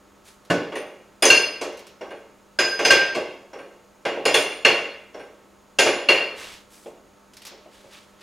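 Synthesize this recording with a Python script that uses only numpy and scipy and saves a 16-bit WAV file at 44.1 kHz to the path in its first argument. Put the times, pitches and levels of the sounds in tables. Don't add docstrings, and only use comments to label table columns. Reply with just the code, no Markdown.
import sys
import numpy as np
from scipy import signal
from scipy.fft import rfft, irfft
from scipy.io import wavfile
from scipy.ndimage import uniform_filter1d

SR = 44100
rng = np.random.default_rng(int(sys.argv[2]) if len(sys.argv) > 2 else 0)


def to_wav(s):
    ch = np.atleast_2d(s).T
    pcm = np.round(np.clip(ch, -1, 1) * 32767)
    wavfile.write(sys.argv[1], SR, pcm.astype(np.int16))


N = 362898
TIME = np.arange(N) / SR
TAIL = 2 ** 16
AGE = np.arange(TAIL) / SR
EDGES_HZ = 45 * 2 ** np.arange(0, 8.6, 1 / 3)
BANDS_HZ = np.sqrt(EDGES_HZ[1:] * EDGES_HZ[:-1])
BLOW_RISE_S = 0.0016
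PART_TONES_HZ = { "frame": [290, 357, 448, 560, 608, 806], "panel": [132, 172, 292, 1490, 1730], "lever":
                 [1576, 1585, 2475, 4305], "hook": [2756, 2782, 2733, 2344, 4290, 4730], "shackle": [1916],
                 "catch": [5420, 5600, 5780], "pin": [3435, 3456, 3488], "link1": [4990, 5007, 6309, 8323,
                 12670], "link2": [6222, 9022, 14200], "link3": [9060, 9122, 11195, 12490, 13850, 14980],
                 "link4": [6978, 5039, 9465, 10078, 10135]}
PART_TONES_DB = { "frame": [-18.5, -10, -9, -10, -8.5, -15.5], "panel": [-11.5, -2, -3, -4.5, -5], "lever":
                 [-2, -5, -17.5, -18], "hook": [0, -7, -8, -13, -8, -18], "shackle": [0], "catch": [-2,
                 -1.5, -4.5], "pin": [-2, -1.5, -8.5], "link1": [1, -7.5, -11.5, -30, -30.5], "link2": [1.5,
                 -10.5, -35], "link3": [0, -2, -8, -13, -24, -19], "link4": [1, -3, -12, -8, -8.5]}


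def from_db(db):
    return 10 ** (np.asarray(db) / 20)


def unit_level(sound):
    return sound / np.sqrt(np.mean(sound ** 2) + 1e-20)


def at_hz(curve, hz):
    pitches, values = np.transpose(curve)
    return np.interp(np.log(np.maximum(hz, 1)), np.log(pitches), values)


def dying(fade_s):
    return np.exp(-np.log(1000) * AGE / fade_s)


def add(track, start_s, sound):
    start = int(start_s * SR)
    track[start:start + len(sound)] += sound[:N - start]


def shaped_noise(colour):
    hz = np.arange(N // 2 + 1) * SR / N
    return irfft(rfft(rng.standard_normal(N)) * from_db(at_hz(colour, hz)), N) * np.sqrt(SR / 2000)


def noise_bands(gain):
    noise = irfft(rfft(rng.standard_normal((2, N))) * gain, N) * np.sqrt(SR / 2000)
    return np.array([signal.sosfilt(signal.butter(2, edges, "band", fs=SR, output="sos"), noise[k % 2])
                     for k, edges in enumerate(zip(EDGES_HZ, EDGES_HZ[1:]))])


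def band_fades(fade_s, echo_db):
    # pitch_hz, fade_s
    shop_echo = [(80, 0.24), (200, .85), (450, 0.69), (1000, 0.7), (2500, 0.69), (5000, 0.57), (9000, 0.12),
                 (15000, 0.31)]
    return np.array([np.hypot(dying(fade_s), from_db(echo_db) * dying(echo_s))
                     for echo_s in at_hz(shop_echo, BANDS_HZ)])


def burst(bands, fades, band_db):
    start = rng.integers(0, N - TAIL)
    return from_db(band_db) @ (bands[:, start:start + TAIL] * fades)


def shop_air(air_db, hum_gain_db, whine_hz, whine_width_hz, whine_db):
    # pitch_hz, level_db
    air_colour = [(20, -6.5), (45, 6), (110, 1), (200, 1), (300, 6), (500, 1.5), (1000, -1), (1300, 0),
                  (1800, -6.5), (3000, -10), (5000, -14), (10000, -19), (16000, -24.5)]
    # pitch_hz, level_db
    hum_tones = [(200, -66), (400, -73), (500, -73), (600, -71), (900, -72), (1100, -76), (1300, -74)]
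    hum = sum(from_db(db + hum_gain_db) * np.sqrt(2) * np.sin(2 * np.pi * (hz * TIME + rng.random()))
              for hz, db in hum_tones)
    narrow_band = signal.iirpeak(whine_hz, whine_hz / whine_width_hz, fs=SR)
    whine = unit_level(signal.lfilter(*narrow_band, rng.standard_normal(N)))
    return from_db(air_db) * unit_level(shaped_noise(air_colour)) + hum + from_db(whine_db) * whine


def sleeve_rubs(hiss_gain_db, body_gain_db, grain_db):
    # start_s, length_s, level_db, body_above_hiss_db
    rubs = [(0.225, .045, -46.5, -0.5), (6.334, 0.22, -45.5, 8.5), (6.674, 0.2, -50, -5),
            (7.68, 0.54, -58, 6.5), (7.883, 0.09, -58, 10.5), (8.171, 0.067, -64.5, 18)]
    # pitch_hz, level_db
    hiss_colour = [(2000, -27.5), (5000, -9), (8000, -8), (11000, -11.5), (16000, -24)]
    body_colour = [(500, -7), (1500, -2), (3500, -1.5), (6000, -9), (9000, -18), (16000, -35)]
    rise_s, sag_db_per_s, release_db_per_s = 0.056, 32.5, 149
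    out, hiss, body = np.zeros(N), shaped_noise(hiss_colour), shaped_noise(body_colour)
    for start_s, length_s, level_db, body_db in rubs:
        age = np.maximum(TIME - start_s, 0)
        fall_db = sag_db_per_s * age + release_db_per_s * np.maximum(age - length_s, 0)
        loudness = np.minimum(age / rise_s, 1) ** 2 * from_db(level_db - fall_db)
        out += loudness * (from_db(hiss_gain_db) * hiss + from_db(body_gain_db + body_db) * body)
    grain = unit_level(uniform_filter1d(rng.standard_normal(N), size=150))
    return out * from_db(grain_db * grain)


def glove_crackles(bands, gain_db, fade_s, echo_db):
    # start_s, level_db
    crackles = [(0.45, -36), (1.7244, -35), (1.772, -28), (1.792, -28), (1.868, -27.5), (7.335, -31),
                (7.3682, -26), (7.419, -26.5), (7.451, -20.5), (7.4677, -19), (7.928, -35), (8.2077, -38)]
    # pitch_hz, level_db
    colour = [(300, -13), (1200, -7.5), (2500, -3.5), (5000, -3.5), (8000, -9.5), (12000, -11),
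              (16000, -29)]
    out, fades = np.zeros(N), band_fades(fade_s, echo_db)
    for start_s, level_db in crackles:
        add(out, start_s, burst(bands, fades, level_db + gain_db + at_hz(colour, BANDS_HZ)))
    return out


def blows():
    clanks = [(0.4999, -20, -33.5, 5, {"panel": -23.5, "lever": -32}), (0.72, -32.5, -42, -17, {}),
              (0.754, -31, -38, -9.5, {"shackle": -39.5, "link2": -52, "link3": -49}),
              (1.2229, -18, -22.5, -1, {"pin": -32.5, "link1": -23, "link3": -26.5, "link4": -31}),
              (1.252, -18.5, -29.5, 14, {"link2": -18.5, "link4": -31}),
              (1.3011, -27.5, -24, 3.5, {"lever": -19.5, "hook": -10.5, "link1": -27.5}),
              (1.6114, -27.5, -42, 12.5, {"link2": -49}),
              (2.5876, -23, -24.5, -2.5, {"lever": -22, "link1": -22, "link4": -35}),
              (2.7903, -23.5, -29.5, -8, {"lever": -36, "link1": -32.5, "link2": -41.5}),
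              (2.8488, -22, -23.5, 2, {"lever": -28.5, "hook": -34, "link1": -21, "link2": -28.5}),
              (2.9041, -19, -19.5, 3, {"lever": -12, "hook": -20.5}), (3.147, -28.5, -35, 0, {"hook": -42}),
              (4.0511, -23, -29, -12, {"lever": -35.5}),
              (4.2528, -18.5, -26.5, 4, {"hook": -27, "link1": -32.5, "link3": -41, "link4": -34}),
              (4.3416, -20, -23.5, 3.5, {"hook": -23, "pin": -25.5, "link2": -34, "link3": -32, "link4": -35.5}),
              (4.6483, -20, -17.5, -7.5, {"hook": -15.5, "link2": -36.5, "link3": -50}),
              (5.7865, -19, -22.5, 7, {"lever": -25, "hook": -23, "link2": -31, "link4": -28}),
              (5.8605, -19.5, -27.5, 0, {}), (6.0867, -19.5, -19.5, -9.5, {"hook": -14.5, "link3": -44.5}),
              (6.1703, -34, -46, -17.5, {"hook": -30.5})]
    return list(clanks) + lever_taps()


def part_levels(thud_db, clash_db, bright_db, struck):
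    ring_along = {"panel": -30.5, "shackle": -29, "catch": -32, "pin": -24, "lever": -21.5, "hook": -22,
                  "link1": -23.5, "link2": -25.5, "link3": -30, "link4": -22.5}
    link_db = 0.23 * bright_db
    shaken = {part: clash_db + db + link_db * part.startswith("link") for part, db in ring_along.items()}
    return {"frame": thud_db, **shaken, **struck}


def swell(cycles):
    return 1 - np.exp(-np.outer(BANDS_HZ, AGE) / cycles)


def steel_peaks(depth_db, spacing_hz=22):
    hz = np.arange(N // 2 + 1) * SR / N
    points_hz = np.cumsum(spacing_hz * np.geomspace(1, 3, 800))
    heights = np.clip(rng.standard_normal(len(points_hz)), -2, 2)
    swing_db = depth_db * at_hz([(800, 0.15), (2500, 0.71), (7000, 0.65)], hz)
    gain = from_db(swing_db * np.interp(hz, points_hz, heights))
    return gain / np.sqrt(uniform_filter1d(gain ** 2, size=6000))


def steel_clashes(bands, fade_s, echo_db, gain_db, swell_cycles):
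    # pitch_hz, level_db
    thud_colour = [(100, -37), (180, -35), (260, -10), (360, 4), (560, 4.5), (750, -2.5), (1100, -7),
                   (2000, -15.5), (5000, -57.5)]
    boom_colour = [(60, -25), (110, -3.5), (180, -2), (260, 3.5), (360, 7.5), (600, -24.5), (2000, -69.5)]
    clash_colour = [(150, -61.5), (500, 0), (900, -6), (1300, -2.5), (2000, 1.5), (2700, 4.5), (3500, -6.5),
                    (5000, -8), (6500, -12), (8000, -18), (10500, -23.5), (13000, -42), (16000, -46)]
    out, fades = np.zeros(N), band_fades(fade_s, echo_db) * swell(swell_cycles)
    treble_share = at_hz([(2200, 0.12), (8000, 0.91)], BANDS_HZ)
    rise = 1 - np.exp(-AGE / BLOW_RISE_S)
    for start_s, thud_db, clash_db, bright_db, struck in blows():
        panel_db = part_levels(thud_db, clash_db, bright_db, struck)["panel"]
        thud = from_db(thud_db + at_hz(thud_colour, BANDS_HZ))
        boom = from_db(panel_db + at_hz(boom_colour, BANDS_HZ))
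        clash = from_db(clash_db + at_hz(clash_colour, BANDS_HZ) + bright_db * treble_share)
        band_db = gain_db + 10 * np.log10(thud ** 2 + boom ** 2 + clash ** 2)
        add(out, start_s, rise * burst(bands, fades, band_db))
    return out


def tone_spectra(pitches_hz, fade_s):
    return np.array([rfft(np.sin(2 * np.pi * hz * AGE) * dying(fade_s)) for hz in pitches_hz])


def ring(tones, levels_db, rise_s, echo_db=-3.0, echo_s=0.54):
    echo = unit_level(rng.standard_normal(TAIL) * dying(echo_s)) * from_db(echo_db) / np.sqrt(TAIL)
    echo[0] += 1
    room = rfft(echo)
    energy = np.abs(tones) ** 2 @ np.abs(room) ** 2 * 2 / TAIL
    gains = from_db(levels_db) / np.sqrt(energy / (0.1 * SR))
    rise = 1 - np.exp(-AGE / rise_s)
    return rise * irfft(gains @ tones * room)


def ringing_parts(gain_db):
    ring_times = {"frame": 0.47, "panel": .28, "lever": 0.38, "hook": 0.16, "shackle": .13, "catch": 0.065,
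                  "pin": 0.13, "link1": 0.54, "link2": .14, "link3": 0.18, "link4": 0.32}
    tones = np.vstack([tone_spectra(hz, ring_times[part]) for part, hz in PART_TONES_HZ.items()])
    out = np.zeros(N)
    for start_s, thud_db, clash_db, bright_db, struck in blows():
        part_db = part_levels(thud_db, clash_db, bright_db, struck)
        tone_db = np.concatenate([part_db[part] + np.array(PART_TONES_DB[part]) for part in PART_TONES_HZ])
        add(out, start_s, ring(tones, tone_db + gain_db, BLOW_RISE_S))
    return out


def lever_taps():
    # start_s, thud_db, bounce_after_s
    taps = [(2.0093, -33.5, 0.096), (3.531, -36, 0.057), (5.1422, -36.5, 0.052)]
    rows = []
    for start_s, db, bounce_s in taps:
        rows.append((start_s, db, db - 16.5, -5, {"catch": -56.5, "lever": -55}))
        rows.append((start_s + bounce_s, db - 5.5, db - 12, -24.5, {"link3": -67, "lever": -52}))
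    return rows


def frame_knocks(bands, fade_s, echo_db, swell_cycles, ring_db, rise_s):
    # start_s, level_db
    knocks = [(3.166, -24), (4.1722, -29.5), (4.704, -28), (6.859, -38), (7.514, -46), (7.657, -47.5),
              (7.843, -49.5)]
    # pitch_hz, level_db
    colour = [(100, -18), (200, -9), (350, 5), (620, 4), (900, -6), (1500, -20), (3000, -15), (6000, -57)]
    out, fades = np.zeros(N), band_fades(fade_s, echo_db) * swell(swell_cycles)
    tones = tone_spectra(PART_TONES_HZ["frame"], fade_s)
    for start_s, db in knocks:
        add(out, start_s, burst(bands, fades, db + at_hz(colour, BANDS_HZ)))
        add(out, start_s, ring(tones, db + ring_db + np.array(PART_TONES_DB["frame"]), rise_s))
    return out


def stereo(middle, width, size=2048):
    hz = np.arange(size // 2 + 1) * SR / size
    scatter = rfft(rng.standard_normal(size))
    echoes = irfft(scatter / np.abs(scatter) * from_db(at_hz(width, hz)))
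    side = signal.fftconvolve(middle, echoes)[:N]
    return np.array([middle + side, middle - side]) * from_db([[-.2], [.2]])


def scene():
    # pitch_hz, side_above_middle_db
    rig_width = [(100, -26), (400, -27), (1000, -23.5), (2000, -20), (4000, -15), (8000, -14.5),
                 (12000, -12)]
    air_width = [(60, -15), (150, -12), (380, -8), (950, -8.5), (2380, -12.5), (5980, -15), (15000, -14.5)]
    steel = noise_bands(steel_peaks(depth_db=7))
    rig = steel_clashes(steel, fade_s=0.26, echo_db=-3.0, gain_db=.5, swell_cycles=3.5)
    rig += ringing_parts(gain_db=-3.5)
    rig += frame_knocks(steel, fade_s=.22, echo_db=-6.5, swell_cycles=1.3, ring_db=-3.5, rise_s=0.0011)
    low_cut_hz = 115
    rig = signal.sosfilt(signal.butter(3, low_cut_hz, "high", fs=SR, output="sos"), rig)
    clothes = glove_crackles(noise_bands(gain=0.74), gain_db=-20.0, fade_s=0.1, echo_db=-7.5)
    clothes += sleeve_rubs(hiss_gain_db=-2.5, body_gain_db=-6.0, grain_db=1.5)
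    air = shop_air(air_db=-56.5, hum_gain_db=2.5, whine_hz=6670, whine_width_hz=270, whine_db=-72.0)
    return stereo(rig, rig_width) + stereo(clothes + air, air_width)


def record(dry):
    ceiling, cutoff_hz = .88, 15900
    rounded = dry / (1 + (dry / ceiling) ** 6) ** (1 / 6)
    return signal.sosfilt(signal.ellip(10, .1, 80, cutoff_hz, fs=SR, output="sos"), rounded)


dry = scene()
out = record(dry)
to_wav(out)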